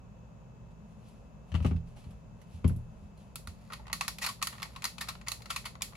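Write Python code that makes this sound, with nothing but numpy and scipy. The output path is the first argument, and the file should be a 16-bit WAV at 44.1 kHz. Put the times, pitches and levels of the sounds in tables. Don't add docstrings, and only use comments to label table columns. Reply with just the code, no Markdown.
import sys
import numpy as np
from scipy import signal
from scipy.fft import rfft, irfft, next_fast_len
from scipy.io import wavfile
from scipy.ndimage import uniform_filter1d

SR = 44100
rng = np.random.default_rng(int(sys.argv[2]) if len(sys.argv) > 2 else 0)


def wrap_up_sound(samples):
    columns = np.atleast_2d(samples).T
    tamed = np.clip(columns, -1, 1)
    steps = np.round(tamed * 32767).astype(np.int16)
    wavfile.write(sys.argv[1], SR, steps)


N = 262836


def gain_of(db):
    return 10 ** (np.asarray(db) / 20)


def evened(x):
    return x / np.sqrt(np.mean(x ** 2) + 1e-20)


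def read(points, hz):
    f, value = np.transpose(points)
    return np.interp(np.log(hz + 1), np.log(f + 1), value)


def add(mix, s, sound, pan_db):
    part = mix[:, round(s * SR):][:, :sound.shape[-1]]
    part += gain_of([[pan_db / 2], [-pan_db / 2]]) * sound[..., :part.shape[1]]


def colour(x, db_at):
    gain = gain_of(db_at(abs(np.fft.fftfreq(4096, 1 / SR))))
    log_gain = np.log(np.maximum(gain, 1e-5))
    spectrum = np.exp(np.conj(signal.hilbert(log_gain)))
    taps = np.fft.ifft(spectrum).real[:2048]
    return signal.oaconvolve(x, taps[None], axes=1)[:, :x.shape[1]]


def modes_db(modes, hz):
    return 10 * np.log10(sum(gain_of(2 * db) / (1 + (2 * (hz - f) / w) ** 2) for f, w, db in modes))


def impacts(size, per_s, spread_db):
    chance, strength, sign = rng.random((size, 3)).T
    excess = np.minimum(-np.log(1 - strength), 3.5)
    return (chance < per_s / SR) * gain_of(spread_db * excess) * np.sign(sign - .5)


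def pair(size, per_s, spread_db, unlike):
    a, b = impacts(size, per_s, spread_db), impacts(size, per_s, spread_db)
    return evened(np.array([a + unlike * b, a - unlike * b]))


STROKE_RANGE_DB = 20


def level(strokes):
    t = np.arange(N) / SR
    gain = sum(gain_of(db - STROKE_RANGE_DB * np.maximum((s - t) / swell, (t - s) / fade))
               for s, db, swell, fade in strokes)
    return uniform_filter1d(gain, size=300)


# f/Hz, relative level per Hz/dB
AIR_SPECTRUM = [(150, -14.5), (250, -8), (304, -33), (340, -25), (375, -7.5), (571, -2), (816, -7.5),
                (959, -5.5), (1990, -25.5), (2700, -22.5), (2840, -24.5), (3800, -33.5), (6000, -31.5),
                (6700, -22.5), (7500, -32.5), (8680, -53), (12000, -43), (15600, -87), (22000, -120)]
# f/Hz, width/Hz, relative total level/dB
ROOM_RESONANCES = [(54.4, 9.5, -56.5), (116, 8.6, -58.5), (165.7, 8.2, -58), (209.1, 7.6, -60.5)]
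# f/Hz, likeness/0 to 1
AIR_LIKENESS = [(60, 0.9), (180, 0.78), (550, 0.77), (1650, 0.011), (4970, 0.16), (15000, 0.33)]
# f/Hz, lead/rad
AIR_PHASE_LEAD = [(0, 3), (1210, -1.5), (2670, 0.5), (6370, -18), (6800, -35.5), (16000, -7)]
# f/Hz, left-right/dB
AIR_BALANCE = [(60, -1), (180, 1.5), (550, 2), (1650, 1), (4970, 2), (15000, 3)]
AIR_DB, HUM_DB = -64.5, -50.5


def air():
    frame, hop = 4096, 1024
    hz = np.fft.rfftfreq(frame, 1 / SR)
    a, b, c, d = rng.standard_normal((N // hop + 5, len(hz), 4)).T
    same = read(AIR_LIKENESS, hz)[:, None]
    left = a + 1j * b
    right = same * left + np.sqrt(1 - same ** 2) * (c + 1j * d)
    right = right * np.exp(-1j * read(AIR_PHASE_LEAD, hz))[:, None]
    side_db = read(AIR_BALANCE, hz)[:, None] / 2
    noise = np.array([left * gain_of(side_db), right * gain_of(-side_db)])

    def shaped(db):
        sound = signal.istft(noise * gain_of(db)[:, None], nperseg=frame, noverlap=frame - hop)[1]
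        return evened(sound[:, :N])
    resonances = [(f, w, db - 10 * np.log10(w)) for f, w, db in ROOM_RESONANCES]
    wide, hum = shaped(read(AIR_SPECTRUM, hz)), shaped(modes_db(resonances, hz))
    return gain_of(AIR_DB) * wide + gain_of(HUM_DB) * hum


WHINE_HZ, WHINE_DB = 2607, -82


def whine():
    pitch_drift, level_drift = evened(uniform_filter1d(rng.standard_normal((2, N)), size=3000))
    tone = np.sin(2 * np.pi * np.cumsum(WHINE_HZ + 7.7 * pitch_drift) / SR)
    return gain_of(WHINE_DB + 0.5 * level_drift) * np.sqrt(2) * tone * np.array([[1.2], [.8]])


# t/s, peak level/dB, swell/s, fade/s
RUSTLE_STROKES = [(.718, -74, .02, .015), (.92, -77.5, .15, .05), (1.078, -69.5, .17, 0.29),
                  (1.5, -71.5, 0.05, 0.068), (1.876, -70.5, 0.024, 0.17), (1.968, -64, 0.0089, 0.23),
                  (2.414, -81, 0.14, 0.11), (2.55, -65, 0.096, 0.11), (3.05, -76.5, 0.73, .15),
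                  (3.204, -68.5, 0.037, 0.15)]
# f/Hz, relative level per Hz/dB
FRICTION_SPECTRUM = [(880, -43), (1500, -7), (1640, -9.5), (2700, 0.5), (3470, -3), (8790, -10.5),
                     (10700, -10.5), (13000, -24), (16300, -45)]


def rustle():
    crackle = pair(N, 9000, 3.4, 0.49)
    return evened(colour(crackle, lambda hz: read(FRICTION_SPECTRUM, hz))) * level(RUSTLE_STROKES)


RATTLE_PER_BUILD_UP = 0.73
STRIKE_FADES_MS = 3


def rattles(rows, body_db, usual_share_db, per_s, rattle_ms):
    out, away = np.zeros((2, N)), np.zeros((2, N))
    t = np.arange(4096) * 1000 / SR
    spots = 2 * np.pi * rng.random((len(rows), 2))
    for (s, db, share_db, ring_hz, rise_ms, pan_db), spot in zip(rows, spots):
        def mean_db(hz):
            tilt = 0.45 * (share_db - usual_share_db)
            return body_db(hz) + tilt * np.log2(np.maximum(hz, 800) / 3000)

        def blow_db(hz):
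            octave = np.log2(hz + 1)
            where = sum(1.8 * np.cos(k * octave + phase) for k, phase in zip((4., 11.), spot))
            ring = 8.9 / (1 + ((hz - ring_hz) / (0.06 * ring_hz)) ** 2)
            return mean_db(hz) + where + ring

        decay_ms = rattle_ms + RATTLE_PER_BUILD_UP * rise_ms
        after = np.maximum(t - rise_ms, 0)
        shape = np.minimum(t / rise_ms, 1) ** 1.1 * np.exp(-(after / decay_ms) ** 1.01)
        shape *= 1 + 0.68 * np.exp(-rise_ms / STRIKE_FADES_MS - abs(t - rise_ms) / 0.13)
        sound = colour(pair(len(t), per_s, 1.66, 0.44) * shape, blow_db)
        loudest = np.sqrt(uniform_filter1d(sound.mean(0) ** 2, size=130).max())
        sound *= gain_of(db) / loudest
        add(out, s, sound, pan_db)

        click = signal.unit_impulse((1, len(t)))
        pulse = colour(click, lambda hz: .6 * mean_db(hz) + .4 * blow_db(hz))
        pulse *= np.linalg.norm(sound.mean(0)) / np.linalg.norm(pulse)
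        add(away, s + rise_ms / 1000, pulse, 0)
    return out, away


# t/s, level of the loudest 3 ms/dB, treble share/dB, strongest ring f/Hz, build-up/ms, left-right/dB
CLACK_AND_KNOCK_BLOWS = [(1.083, -68, 5, 2830, 1.8, 4), (1.518, -49.5, -17.5, 3080, .37, 6),
                         (1.542, -41, -21.5, 1100, .17, 3), (1.549, -39, -18.5, 2680, 2.46, 7.5),
                         (1.603, -47.5, -25, 1050, .46, 3), (1.62, -54, -10, 2500, 8, -2.1),
                         (1.647, -34, -24, 1210, .54, 0.5), (1.66, -44.5, -12, 1280, 2.5, 4),
                         (1.71, -42.5, -30, 1210, 1.1, 4), (1.762, -58, -14.5, 2600, 1.2, 3),
                         (1.966, -57, -21, 850, 3.4, -3), (2.04, -60.5, -17, 4220, 1.8, -3),
                         (2.106, -65, -5, 1230, 1.7, -1), (2.415, -64, -3, 2040, .68, -12),
                         (2.643, -38.5, -24.5, 1070, .79, 0), (2.677, -49.5, 2, 10970, .18, -6),
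                         (2.694, -47, -28, 1020, .93, -2), (2.762, -62, 9, 10400, .45, 2),
                         (3.174, -67, -5, 4240, 1.1, -2.1)]
# f/Hz, relative level per Hz/dB
CLACK_AND_KNOCK_SPECTRUM = [(240, -17.5), (400, -9), (954, -14.5), (1280, -11.5), (1670, -16),
                            (2920, -12.5), (3400, -16.5), (10900, -30), (16300, -52.5)]


def clacks_and_knocks():
    def body_db(hz):
        return read(CLACK_AND_KNOCK_SPECTRUM, hz)
    return rattles(CLACK_AND_KNOCK_BLOWS, body_db, -13, 10000, rattle_ms=9.9)


# t/s, strength/dB, contact time/ms, left-right before halving/dB
THUMP_BLOWS = [(1.515, -30, 5.6, 6), (1.539, -22, 3.8, 8), (1.602, -22, 4.8, 3), (1.646, -18.5, 1.4, 0.5),
               (1.709, -23, 1.8, -2.5), (1.744, -26.5, 3.3, -15), (2.057, -37, 3.2, -3),
               (2.537, -34, 6.5, -5), (2.643, -16.5, 1.4, 3), (2.7, -24, 2.4, -10), (2.758, -31.5, 2.9, -6),
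               (3.017, -42.5, 2.7, -4), (3.47, -39.5, 3.7, -8)]
# f/Hz, level/dB, t60/s, left-right/dB
DESK_MODES = [(31.7, -16, 0.94, -1), (56.2, -5, 0.19, 6), (82.3, 5.5, 0.19, 0.5), (119, -10, 0.45, 6.5),
              (163.9, -6.5, 0.35, 1), (194.2, -12.5, 0.17, 20), (253.4, -5.5, 0.11, 8),
              (358, -21, 0.14, -6), (394.4, -18, 0.12, -8), (506, -18, 0.092, 12)]


def desk():
    out, t = np.zeros((2, N)), np.arange(SR // 2) / SR
    spots = rng.standard_normal((len(THUMP_BLOWS), len(DESK_MODES)))
    for (s, db, contact_ms, pan_db), spot in zip(THUMP_BLOWS, spots):
        ring = 0
        for k, ((hz, mode_db, t60, side_db), spot_db) in enumerate(zip(DESK_MODES, spot)):
            dull_db = 8.7 * (hz * contact_ms / 1000) ** 2
            sides_db = np.array([[side_db / 2], [-side_db / 2]])
            gain = gain_of(mode_db + spot_db - dull_db - 60 * t / t60 + sides_db)
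            swell = 1 - np.exp(-t * hz)
            ring = ring + gain * np.sin(2 * np.pi * hz * t) * swell * (-1) ** (k + 1)
        add(out, s, gain_of(db) * ring, pan_db / 2)
    return out


# f/Hz, width/Hz, level/dB
CASE_MODES = [(1320, 180, 2), (1870, 68, 1), (2550, 300, -2.5), (4340, 1130, -1), (6860, 380, -9),
              (10170, 990, -18)]
# f/Hz, relative level per Hz/dB
SMALL_MODES = [(290, -51), (500, -16), (1130, 4), (1610, -16), (1940, 0), (4660, -9), (6230, -11),
               (6700, -5), (8340, -11.5), (11000, -10), (16300, -35)]


def shell_db(hz):
    no_bass_db = -10 * np.log10(1 + (700 / (hz + 1)) ** 4)
    case = gain_of(2 * (modes_db(CASE_MODES, hz) + no_bass_db))
    return 10 * np.log10(case + gain_of(2 * (read(SMALL_MODES, hz) - 1)))


# t/s, level of the loudest 3 ms/dB, treble share/dB, strongest ring f/Hz, build-up/ms, left-right/dB
SNAP_AND_RATCHET_BLOWS = [(3.357, -37, -1, 1340, 0.37, 2), (3.473, -40, -7, 1430, 0.28, -2.5),
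                          (3.7, -45, -27, 1250, 3.6, -1), (3.721, -41.5, -15, 1230, 1.6, 2),
                          (3.732, -39.5, -12.5, 2400, 2.05, -2), (3.795, -51, -37, 890, 1.7, 0),
                          (3.855, -57, -31, 1950, 0.94, 0), (3.898, -45.5, -29.5, 2020, 1.8, 0),
                          (3.929, -27.5, -6.5, 1146, 0.24, -4.5), (4.009, -26.5, -11, 1150, .88, -1.5),
                          (4.08, -28, -6.5, 5700, 0.47, -1), (4.185, -38.5, -7.5, 2400, 0.44, -1),
                          (4.212, -34.5, -8, 1930, 14.5, 0), (4.235, -34, -7.5, 2350, 8.2, 6),
                          (4.247, -36, -13, 1150, 0.66, -8), (4.261, -30.5, -7, 4460, 3.9, 0),
                          (4.27, -38, -22, 1080, 2.9, -3), (4.284, -34.5, -7.5, 1100, 6.7, 3),
                          (4.297, -52, -11, 1910, 2.8, 6), (4.416, -38, -18, 1270, 1, -2),
                          (4.426, -26.5, -3.5, 1170, 0.27, 2), (4.471, -30, -5.5, 1860, 0.47, -2.1),
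                          (4.522, -47, -18, 1840, 6.9, 1), (4.599, -48, -20.5, 2040, 1.03, -2),
                          (4.62, -41, -14, 1110, 0.58, -9), (4.629, -31, -11, 2170, 0.25, 1.5),
                          (4.761, -41.5, -15, 1070, 1.17, 2.5), (4.821, -42.5, -11, 2400, 0.24, 0),
                          (4.831, -45, -19, 1950, 0.81, 0), (4.842, -28.5, -5.5, 990, 0.38, 4.5),
                          (4.852, -27.5, -8, 4860, 0.49, 0), (4.981, -41.5, -9, 2520, 1.8, 6),
                          (5.006, -33.5, -9, 1800, 7.4, 0.5), (5.073, -49.5, -16, 1100, 1.9, 3),
                          (5.083, -34, -10, 1310, 5.9, 2), (5.213, -50.5, -16, 1130, 1.3, 5),
                          (5.263, -48.5, -17, 1110, 6, 1), (5.272, -38.5, -17, 2040, 0.64, 5),
                          (5.283, -29.5, -4.5, 1194, 0.42, 1.5), (5.317, -31.5, -3.5, 4160, 0.39, -9),
                          (5.419, -50, -7, 4040, 2, 2), (5.457, -46, -10.5, 1330, 0.87, 2),
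                          (5.501, -31, -10, 1340, 4.2, 2), (5.56, -30, -8, 2400, 2.45, 0),
                          (5.643, -52, -17, 1900, 1.1, 0), (5.651, -35.5, -10, 2200, 7, -1),
                          (5.808, -48, -20, 1080, 0.96, 11), (5.82, -28.5, -2.5, 3200, 0.5, -2),
                          (5.949, -49.5, -12, 2280, 5.7, 3)]


def snaps_and_ratchets():
    return rattles(SNAP_AND_RATCHET_BLOWS, shell_db, -9, 12000, rattle_ms=4.6)


LIFT_S, LOOSE_PER_S, LOOSE_DB = 3.68, 60, -65.5


def loose():
    ticks = impacts(N, LOOSE_PER_S, 7.6) * (np.arange(N) > LIFT_S * SR)
    t = np.arange(600) / SR
    burst = np.exp(-t / 0.0036) * np.minimum(t / 0.00071, 1)
    bursts = signal.oaconvolve(abs(ticks), burst)[:N]

    def dull_db(hz):
        return shell_db(hz) - 5.6 * np.log2(np.maximum(hz, 800) / 3000)
    return gain_of(LOOSE_DB) * evened(colour(pair(N, 12000, 2.1, 0.98) * bursts, dull_db))


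# t/s, peak level/dB, swell/s, fade/s
WHIRR_STROKES = [(3.764, -68, 0.62, 0.14), (4.21, -54, .012, 0.09), (4.536, -58.5, .075, 0.47),
                 (5.1, -69, .012, .19), (5.4, -79, .2, .3), (5.51, -42.5, 0.018, 0.051)]


def whirr():
    clumps = gain_of(2.5 * evened(uniform_filter1d(rng.standard_normal(N), size=200)))
    teeth = pair(N, 12000, 2.0, .4) * clumps
    return evened(colour(teeth, shell_db)) * level(WHIRR_STROKES)


# f/Hz, t60/s
ROOM_DECAY = [(100, 0.61), (1000, 0.16), (4000, 0.25), (12000, 0.25)]


def room(x):
    size = SR // 2
    taps = np.zeros((2, size))
    at = np.arange(120, size - 10, 10) + rng.integers(0, 10, (2, (size - 121) // 10))
    np.put_along_axis(taps, at, rng.choice([-1., 1.], at.shape), 1)
    hz, t, z = signal.stft(taps, SR, nperseg=256)
    decay = gain_of(-60 * t / read(ROOM_DECAY, hz)[:, None])
    tail = signal.istft(z * decay, SR, nperseg=256)[1]
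    return signal.fftconvolve(x.mean(0)[None], tail / np.linalg.norm(tail[0]), axes=1)[:, :N]


# f/Hz, left-right/dB
PORT_COLOUR = [(300, 1.5), (1000, -0.6), (3000, 2), (6500, 1.5), (8500, 3.5), (11000, -16.5), (16000, -2.5)]
# f/Hz, lead/rad
PORT_PHASE_LEAD = [(0, 0.14), (1380, -1), (1890, -0.73), (4570, -1.02), (8440, -1.5), (16000, -0.12)]


def ports(x):
    size = next_fast_len(N)
    hz = np.fft.rfftfreq(size, 1 / SR)
    left = gain_of(read(PORT_COLOUR, hz) / 2) * np.exp(.5j * read(PORT_PHASE_LEAD, hz))
    return irfft(rfft(x, size) * np.array([left, 1 / left]), size)[:, :N]


def scene():
    desk_sound, desk_away = clacks_and_knocks()
    puzzle_sound, puzzle_away = snaps_and_ratchets()
    gears = loose() + whirr()
    echoes = gain_of(-4.5) * room(desk_away + puzzle_away + gears)
    airborne = rustle() + desk_sound + puzzle_sound + gears + echoes
    return air() + whine() + desk() + ports(airborne)


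EDGE_HZ = 16300


def record(dry):
    thin = signal.sosfilt(signal.butter(2, 42, "high", fs=SR, output="sos"), dry)
    low_pass = signal.firwin(511, EDGE_HZ, window=("kaiser", 9), fs=SR)
    return signal.oaconvolve(thin, low_pass[None], "same")


dry = scene()
out = record(dry)
wrap_up_sound(out)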